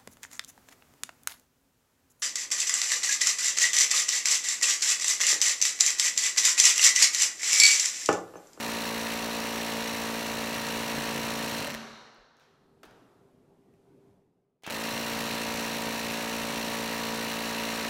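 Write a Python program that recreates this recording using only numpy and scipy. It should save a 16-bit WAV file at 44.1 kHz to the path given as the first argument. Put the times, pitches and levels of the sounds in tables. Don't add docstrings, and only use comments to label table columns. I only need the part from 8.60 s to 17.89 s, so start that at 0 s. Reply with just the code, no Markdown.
import sys
import numpy as np
from scipy import signal
from scipy.fft import rfft, irfft, next_fast_len
from scipy.io import wavfile
from scipy.ndimage import uniform_filter1d

SR = 44100
rng = np.random.default_rng(int(sys.argv[2]) if len(sys.argv) > 2 else 0)


def boost_factor(decibels):
    exponent = np.asarray(decibels, float) / 20
    return 10 ** exponent


def output_pcm(signal):
    pcm = np.clip(np.atleast_2d(signal).T, -1, 1) * 32767
    wavfile.write(sys.argv[1], SR, np.round(pcm).astype(np.int16))


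N = 409688
FULL_RATE_HZ = 56.8
BRAKE_S, STALL_SHARE = .25, .32

# first counted blow in seconds, pulled in seconds, released in seconds,
# rate in blows per second, battery sag in blows per second per second.
BURSTS = [
    (-.0459, -1, 2.981, 56.835, .014),
    (6.1003, 6.1, 9.6, 56.986, .101),
]
# start in seconds, peak in dB,
# brightness in dB per octave, hall share in dB, ring in Hz.
CLICKS = [(3.5449, -62, 3, 6, 7000), (3.7674, -53, -5, 8, 6000), (3.797, -52.5, -4.5, 14, 3500),
          (4.231, -40, -5.5, -6, 1430), (4.2318, -46, -2.5, 4, 3300), (4.2414, -41, -7.5, 6.5, 3600),
          (4.251, -51, -4, -5, 700), (4.309, -47, -6, -2, 3800), (5.1374, -65, -3, 1, 2500),
          (6.022, -59, -3, 5, 2000), (6.0346, -34, -4, 1, 5900), (6.037, -44, -5, 15, 2900),
          (6.0436, -48, -1, -3, 9000), (6.064, -26.5, -4, 5, 2670), (6.0752, -23, -7, 5.5, 2060),
          (6.0894, -45, -4, 24.5, 1180)]


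def evened(x):
    return x / np.sqrt(np.mean(x ** 2) + 1e-30)


def read(points, hz):
    f, value = np.transpose(points)
    return np.interp(np.log(hz + 1), np.log(f + 1), value)


def curve(rows, column):
    rows = np.asarray(rows)
    return np.interp(np.arange(N) / SR, rows[:, 0], rows[:, column])


def causal(gain_db):
    log_gain = np.maximum(gain_db, -100) * np.log(10) / 20
    full = np.r_[log_gain, log_gain[-2:0:-1]]
    spectrum = np.exp(np.conj(signal.hilbert(full)))
    taps = np.fft.ifft(spectrum).real[:len(gain_db)]
    return taps / np.linalg.norm(taps)


def mode(x, hz, width):
    pole = np.exp((2j * hz - width) * np.pi / SR)
    return 2 * signal.lfilter([1 - abs(pole)], [1, -pole], x).real


def train(times, sizes, size=0):
    at = np.round(times * SR).astype(int) + size
    keep = (at >= 0) & (at < N + size)
    return np.bincount(at[keep], sizes[keep], N + size)


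def motor(t, burst):
    first, pulled, released = burst[:3]
    catch = 1 - .35 * np.exp(-np.maximum(t - pulled, 0) / .03)
    return catch * np.clip(1 - (t - released) / BRAKE_S, STALL_SHARE, 1)


def braking(t):
    return np.clip((t - BURSTS[0][2]) / BRAKE_S, 0, 1) * (t < BURSTS[1][0])


def force(t):
    first = t < BURSTS[1][0] - 1
    share = np.where(first, motor(t, BURSTS[0]), motor(t, BURSTS[1]))
    since = np.maximum(t - np.where(first, BURSTS[0][1], BURSTS[1][1]), 0)
    tightening_db = 0.04 * (since - 2)
    slow_db = 2 * np.minimum(2 * (1 - share), 1)
    seating_db = -3 * np.exp(-since / 0.28)
    return -37.5 + tightening_db + slow_db, -39 + 12 * np.log10(share) + seating_db


def blow_times(place):
    times, numbers = [], []
    for burst in BURSTS:
        first, _, released, rate, sag = burst
        last = min(released + BRAKE_S * (1 - STALL_SHARE), N / SR + .01)
        s = np.arange(first, last, 1e-4)
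        blows_per_s = (rate - sag * (s - first)) * motor(s, burst)
        count = 1 + np.cumsum(blows_per_s) * 1e-4
        number = np.arange(1, count[-1] - place)
        times.append(np.interp(number + place, count, s))
        numbers.append(number)
    return np.concatenate(times), np.concatenate(numbers)


def cracks(spread_db=0.0, snap=3.3, chatter_db=-14, chatter_per_s=900):
    # place in the cycle from 0 to 1, level in dB,
    # timing scatter in ms, level change in dB while braking to a stop.
    rattle = [
        (0, 4, 0.12, -17.5),
        (.18, 5, .25, -3),
        (.3, 1.5, .2, 1),
        (0.438, 1.5, 0.45, -7),
        (.65, 0.5, .4, -11.5),
    ]
    # frequency in Hz, level in dB per Hz.
    steel = [(24, -58), (40, -14.5), (176, -14), (226, -27.5), (345, -9.5), (556, -14.5), (831, -13.5),
             (942, -14.5), (1410, -13.5), (2770, -11.5), (3300, -15), (4130, -8), (4930, -20),
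             (5720, -17.5), (16000, -22)]
    # frequency in Hz, width in Hz, level in dB.
    rings = [(950, 150, -3.5), (1814, 390, 8), (2730, 740, 6), (4630, 520, 2), (5630, 730, 6.5),
             (7610, 400, 3)]
    # frequency in Hz, width in Hz, level in dB.
    slack_modes = [(577, 72, 24), (1850, 230, 15)]
    fizz_ms = 1.35

    kicks = np.zeros(N)
    for place, db, scatter_ms, braking_db in rattle:
        s = blow_times(np.clip(place, 0, .9))[0]
        chance = np.clip(rng.standard_normal((400, 2))[:len(s)], -2, 2)
        knock_db = db + spread_db * chance[:, 1] + braking_db * braking(s)
        kicks += train(s + scatter_ms / 1000 * chance[:, 0], boost_factor(knock_db))

    s = blow_times(0)[0]
    speed = np.interp(np.arange(N) / SR, s[1:], np.minimum(1 / np.diff(s) / FULL_RATE_HZ, 1))
    slowed = speed ** 2
    speed *= uniform_filter1d(kicks, 800) > 1e-6
    loose = boost_factor(chatter_db + 3.1 * np.minimum(rng.exponential(1, N), 3))
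    kicks += (rng.random(N) < speed ** 4 * chatter_per_s / SR) * loose

    spit_envelope = signal.lfilter([1], [1, -np.exp(-1000 / (fizz_ms * SR))], kicks)
    spit = spit_envelope * rng.standard_normal(N)
    drive = spit + snap * kicks * rng.choice([-1, 1], N)
    drive *= boost_factor(1.0 + force(np.arange(N) / SR)[0]) / np.std(drive[:2 * SR])

    hz = np.fft.rfftfreq(8192, 1 / SR)
    rings_db = sum(db / (1 + (2 * (hz - f) / w) ** 2) for f, w, db in rings)
    rings_db += -5 / (1 + (hz / 1150) ** 6)
    slack = sum(boost_factor(db) * mode(drive * (1 - slowed), f, w) for f, w, db in slack_modes)
    heard = []
    for share in (1, .1):
        colour = causal(read(steel, hz) + share * rings_db)
        heard.append(signal.oaconvolve(drive, colour)[:N] + share * slack)
    return heard


def bench(orders):
    # frequency in Hz, delay in ms.
    delays = [(200, 4.5), (310, 8.5), (480, 6.8), (560, 9.5), (680, 1.5), (770, 5), (830, 1), (1050, 10)]
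    hz = np.fft.rfftfreq(8192, 1 / SR)
    multiple, db = np.transpose(orders)
    gain_db = np.interp(hz / FULL_RATE_HZ, np.round(2 * multiple) / 2, db)
    octaves_above = np.maximum(np.log2(hz / FULL_RATE_HZ / multiple[-1] + 1e-9), 0)
    gain_db -= 22 * octaves_above + 20 * (hz < 25)
    lag = np.exp(-2j * np.pi * np.cumsum(read(delays, hz)) / 1000 * hz[1])
    response = irfft(rfft(causal(gain_db), 8192) * lag)[:4096]
    return response * np.sqrt(np.mean(boost_factor(2 * gain_db)))


def thuds(place=.345, spread_db=.8, scatter_ms=.05):
    # multiple of the full blow rate, level in dB.
    whole_orders = [(1, -21), (2, -17), (3, -12), (4, 0), (5, -6), (6, -15), (7, -12), (8, -6), (9, -9),
                    (10, -6), (11, -12), (12, -9), (13, -11), (14, -14), (15, -17), (16, -8), (17, -7),
                    (18, -14), (19, -18), (20, -12), (21, -16)]
    # multiple of the full blow rate, level in dB.
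    half_orders = [(.5, -35), (1.5, -24), (2.5, -14), (3.5, -30), (5.5, -19), (6.5, -30), (9.5, -28),
                   (12.5, -30), (14.5, -34), (16.5, -25), (20, -34)]
    # time in seconds, level in dB.
    lugs = [(0, -6), (.6, -11), (1.5, -6), (2., 1.5), (2.9, 4.5), (3.06, 1.5), (6.09, -3), (6.4, 3.5),
            (7.2, -0.5), (8.2, 0), (8.55, 0), (9.29, -14)]
    lead = 4096

    s, number = blow_times(place)
    chance = rng.standard_normal((400, 4))[:len(s)]
    s = s + scatter_ms / 1000 * chance[:, 0]
    size = boost_factor(force(s)[1] - 1.0) * SR / FULL_RATE_HZ / np.sqrt(2)
    even = train(s, size * boost_factor(spread_db * chance[:, 1]), lead)
    lug_db = np.interp(s, *np.transpose(lugs)) + 4.2 * chance[:, 2]
    odd = train(s + 0.00391, size * (-1) ** number * boost_factor(lug_db), lead)
    response = bench(whole_orders)
    direct = signal.oaconvolve(even, response) + signal.oaconvolve(odd, bench(half_orders))
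    scrambled = train(s, size * np.sign(chance[:, 3]))
    return direct[lead:][:N], signal.oaconvolve(scrambled, response)[:N]


def lingering(thud_feed):
    # frequency in Hz, width in Hz, level in dB.
    tones = [(141.5, 1.7, 19.5), (225, 2.4, 15), (579, 3.4, 14.5)]
    freed = thud_feed * np.minimum(5 * braking(np.arange(N) / SR), 1)
    return sum(boost_factor(db) * mode(freed, hz, width) for hz, width, db in tones)


def spin_up():
    # time in seconds, level in dB.
    whine_level = [
        (6.036, -67),
        (6.044, -46.5),
        (6.064, -49),
        (6.1, -48),
        (6.13, -75),
    ]
    t = np.arange(N) / SR
    whine = mode(mode(rng.standard_normal(N), 2700, 1500), 2700, 1560)
    sounding = (t > whine_level[0][0]) * (t < whine_level[-1][0])
    return boost_factor(curve(whine_level, 1)) * evened(whine) * sounding


def clicks():
    ring_cycles = 9
    direct, feed, t = np.zeros(N), np.zeros(N), np.arange(1025) / SR
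    hz = np.fft.rfftfreq(2048, 1 / SR)
    for s, db, tilt_db, hall_db, ring_hz in CLICKS:
        slope_db = tilt_db * np.log2(hz / 2000 + 0.028) - 20 * np.log10(1 + (350 / (hz + 1)) ** 2)
        colour = causal(slope_db + 8.3 / (1 + (4.3 * (hz / ring_hz - 1)) ** 2))
        burst = (rng.standard_normal(len(t)) + 2 * (t == 0)) * np.exp(-t * ring_hz / ring_cycles)
        tick = np.convolve(burst, colour)[:len(t)]
        size = boost_factor(db) / abs(tick).max()
        at = round((s + .0008) * SR)
        direct[at:at + len(t)] += size * tick
        feed[at:at + len(t)] += boost_factor(hall_db) * size * np.linalg.norm(tick) * colour
    return direct, feed


def bumps(cycles=1.2):
    # start in seconds, level in dB, frequency in Hz.
    pushes = [
        (3.145, -46, 60),
        (3.585, -60, 35),
        (4.265, -60, 50),
        (4.47, -77, 45.1),
    ]
    out, t = np.zeros(N), np.arange(8000) / SR
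    for s, db, hz in pushes:
        u = t * hz / cycles
        swell = 4 * u * np.exp(-2 * u)
        out[round(s * SR):][:len(t)] += boost_factor(db) * swell * np.sin(2 * np.pi * hz * t)
    return out


def hall(changing, steady, gap_ms=6.0):
    # frequency in Hz, reverberation time in seconds.
    decay = [(100, 1.3), (260, 1.72), (700, 1.73), (1400, 1.8), (2500, 1.16), (4200, 1.6), (6000, 1.2),
             (9000, 0.8), (11500, 0.8), (15000, 0.2)]
    # frequency in Hz, level in dB.
    wall_colour = [(60, -4.5), (150, -8.5), (300, -7), (600, -4), (1300, -2), (1850, -3), (2500, -4.5),
                   (4200, -9.5), (5700, -2.5), (9000, -13), (15000, -8)]
    size = next_fast_len(len(steady) + 2 * SR)
    out, turn = 0, np.arange(len(steady)) / SR * 2.3 * np.pi
    at = np.arange(round(gap_ms * SR / 1000), 2 * SR - 20, 10)
    for k in range(4):
        taps = np.zeros(2 * SR)
        taps[at + rng.integers(0, 10, 9000)[:len(at)]] = rng.choice([-1., 1.], 9000)[:len(at)]
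        hz, t, z = signal.stft(taps, SR, nperseg=256)
        haste = 1.35 if k == 3 else 1
        fall = boost_factor(-60 * t / read(decay, hz)[:, None] * haste)
        tail = signal.istft(z * fall, SR, nperseg=256)[1][:2 * SR]
        sent = steady if k == 3 else changing * np.cos(turn + k * np.pi / 3) * np.sqrt(2 / 3)
        out = out + rfft(sent, size) * rfft(tail, size) / np.linalg.norm(tail)
    colour = boost_factor(read(wall_colour, np.fft.rfftfreq(size, 1 / SR)))
    return irfft(out * colour, size)[:len(steady)]


def air():
    # frequency in Hz, level in dB per Hz.
    air_colour = [(15, -27), (25, -14.5), (105, -20.5), (141, 0.5), (223, -13), (263, -4.5), (309, -11.5),
                  (405, -8.5), (545, -15.5), (677, -16), (1610, -32), (14400, -35.5), (16000, -58)]
    # time in seconds, air level in dB.
    gate = [
        (3.3, -59),
        (3.45, -74),
        (3.75, -75),
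        (4.05, -66),
        (4.3, -62),
        (4.8, -64),
        (5.51, -62),
        (5.69, -72),
        (6.01, -79),
    ]
    hum_hz = 394.4

    frames, hz = N // 256 + 5, np.fft.rfftfreq(1024, 1 / SR)
    a, b, patches = rng.standard_normal((frames, 513, 3)).T
    patches = evened(uniform_filter1d(uniform_filter1d(patches, 4, 0), 10, 1))
    shaped = (a + 1j * b) * boost_factor(read(air_colour, hz))[:, None]
    low = 1 / (1 + (hz / 2500) ** 4)[:, None]
    lumpy = shaped * low * boost_factor(2.5 * patches)
    smooth = shaped * (1 - low) * boost_factor(-4.0 * (hz / 14000) ** 4)[:, None]
    rumble, hiss = [evened(signal.istft(z, nperseg=1024, noverlap=768)[1][:N]) for z in (lumpy, smooth)]
    hum = evened(mode(rng.standard_normal(N), hum_hz, 17.0))
    hum = evened(hum + 2 * np.sin(2 * np.pi * hum_hz * np.arange(N) / SR))

    wake_db, wake_share, wake_s = -89, 0.46, .15
    s, db = np.transpose(CLICKS)[:2]
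    openings = train(s, boost_factor(2 * wake_share * (db + 45.5)))
    wake = signal.lfilter([1], [1, -np.exp(-1 / (wake_s * SR))], openings) ** .5
    gate_db = curve(gate, 1)
    air_gain = boost_factor(gate_db) + boost_factor(wake_db + 12.5) * wake ** 2 / (1 + wake)
    hiss_gain = boost_factor(-87 + 1.1 * (gate_db + 64)) + boost_factor(wake_db) * wake
    return air_gain * rumble + boost_factor(gate_db - 6) * hum + hiss_gain * hiss


def scene():
    crack, crack_feed = cracks()
    thud, thud_feed = thuds()
    click, click_feed = clicks()
    feeds = crack_feed + boost_factor(-8) * thud_feed, click_feed
    primed = [np.r_[x[:SR], x] for x in feeds]
    tool = crack + thud + click + lingering(thud_feed) + bumps() + spin_up()
    return (tool + hall(*primed)[SR:] + air())[None]


def low_pass(x):
    return signal.sosfilt(signal.butter(12, 16830, fs=SR, output="sos"), x)


def record(dry):
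    knee, edge_hz = .11, 15830
    rounded = knee * np.tanh(dry / knee)
    lowpass = signal.firwin(801, edge_hz, window=("kaiser", 9), fs=SR)
    return low_pass(signal.oaconvolve(rounded, lowpass[None], "same"))


dry = scene()
out = record(dry)
output_pcm(out)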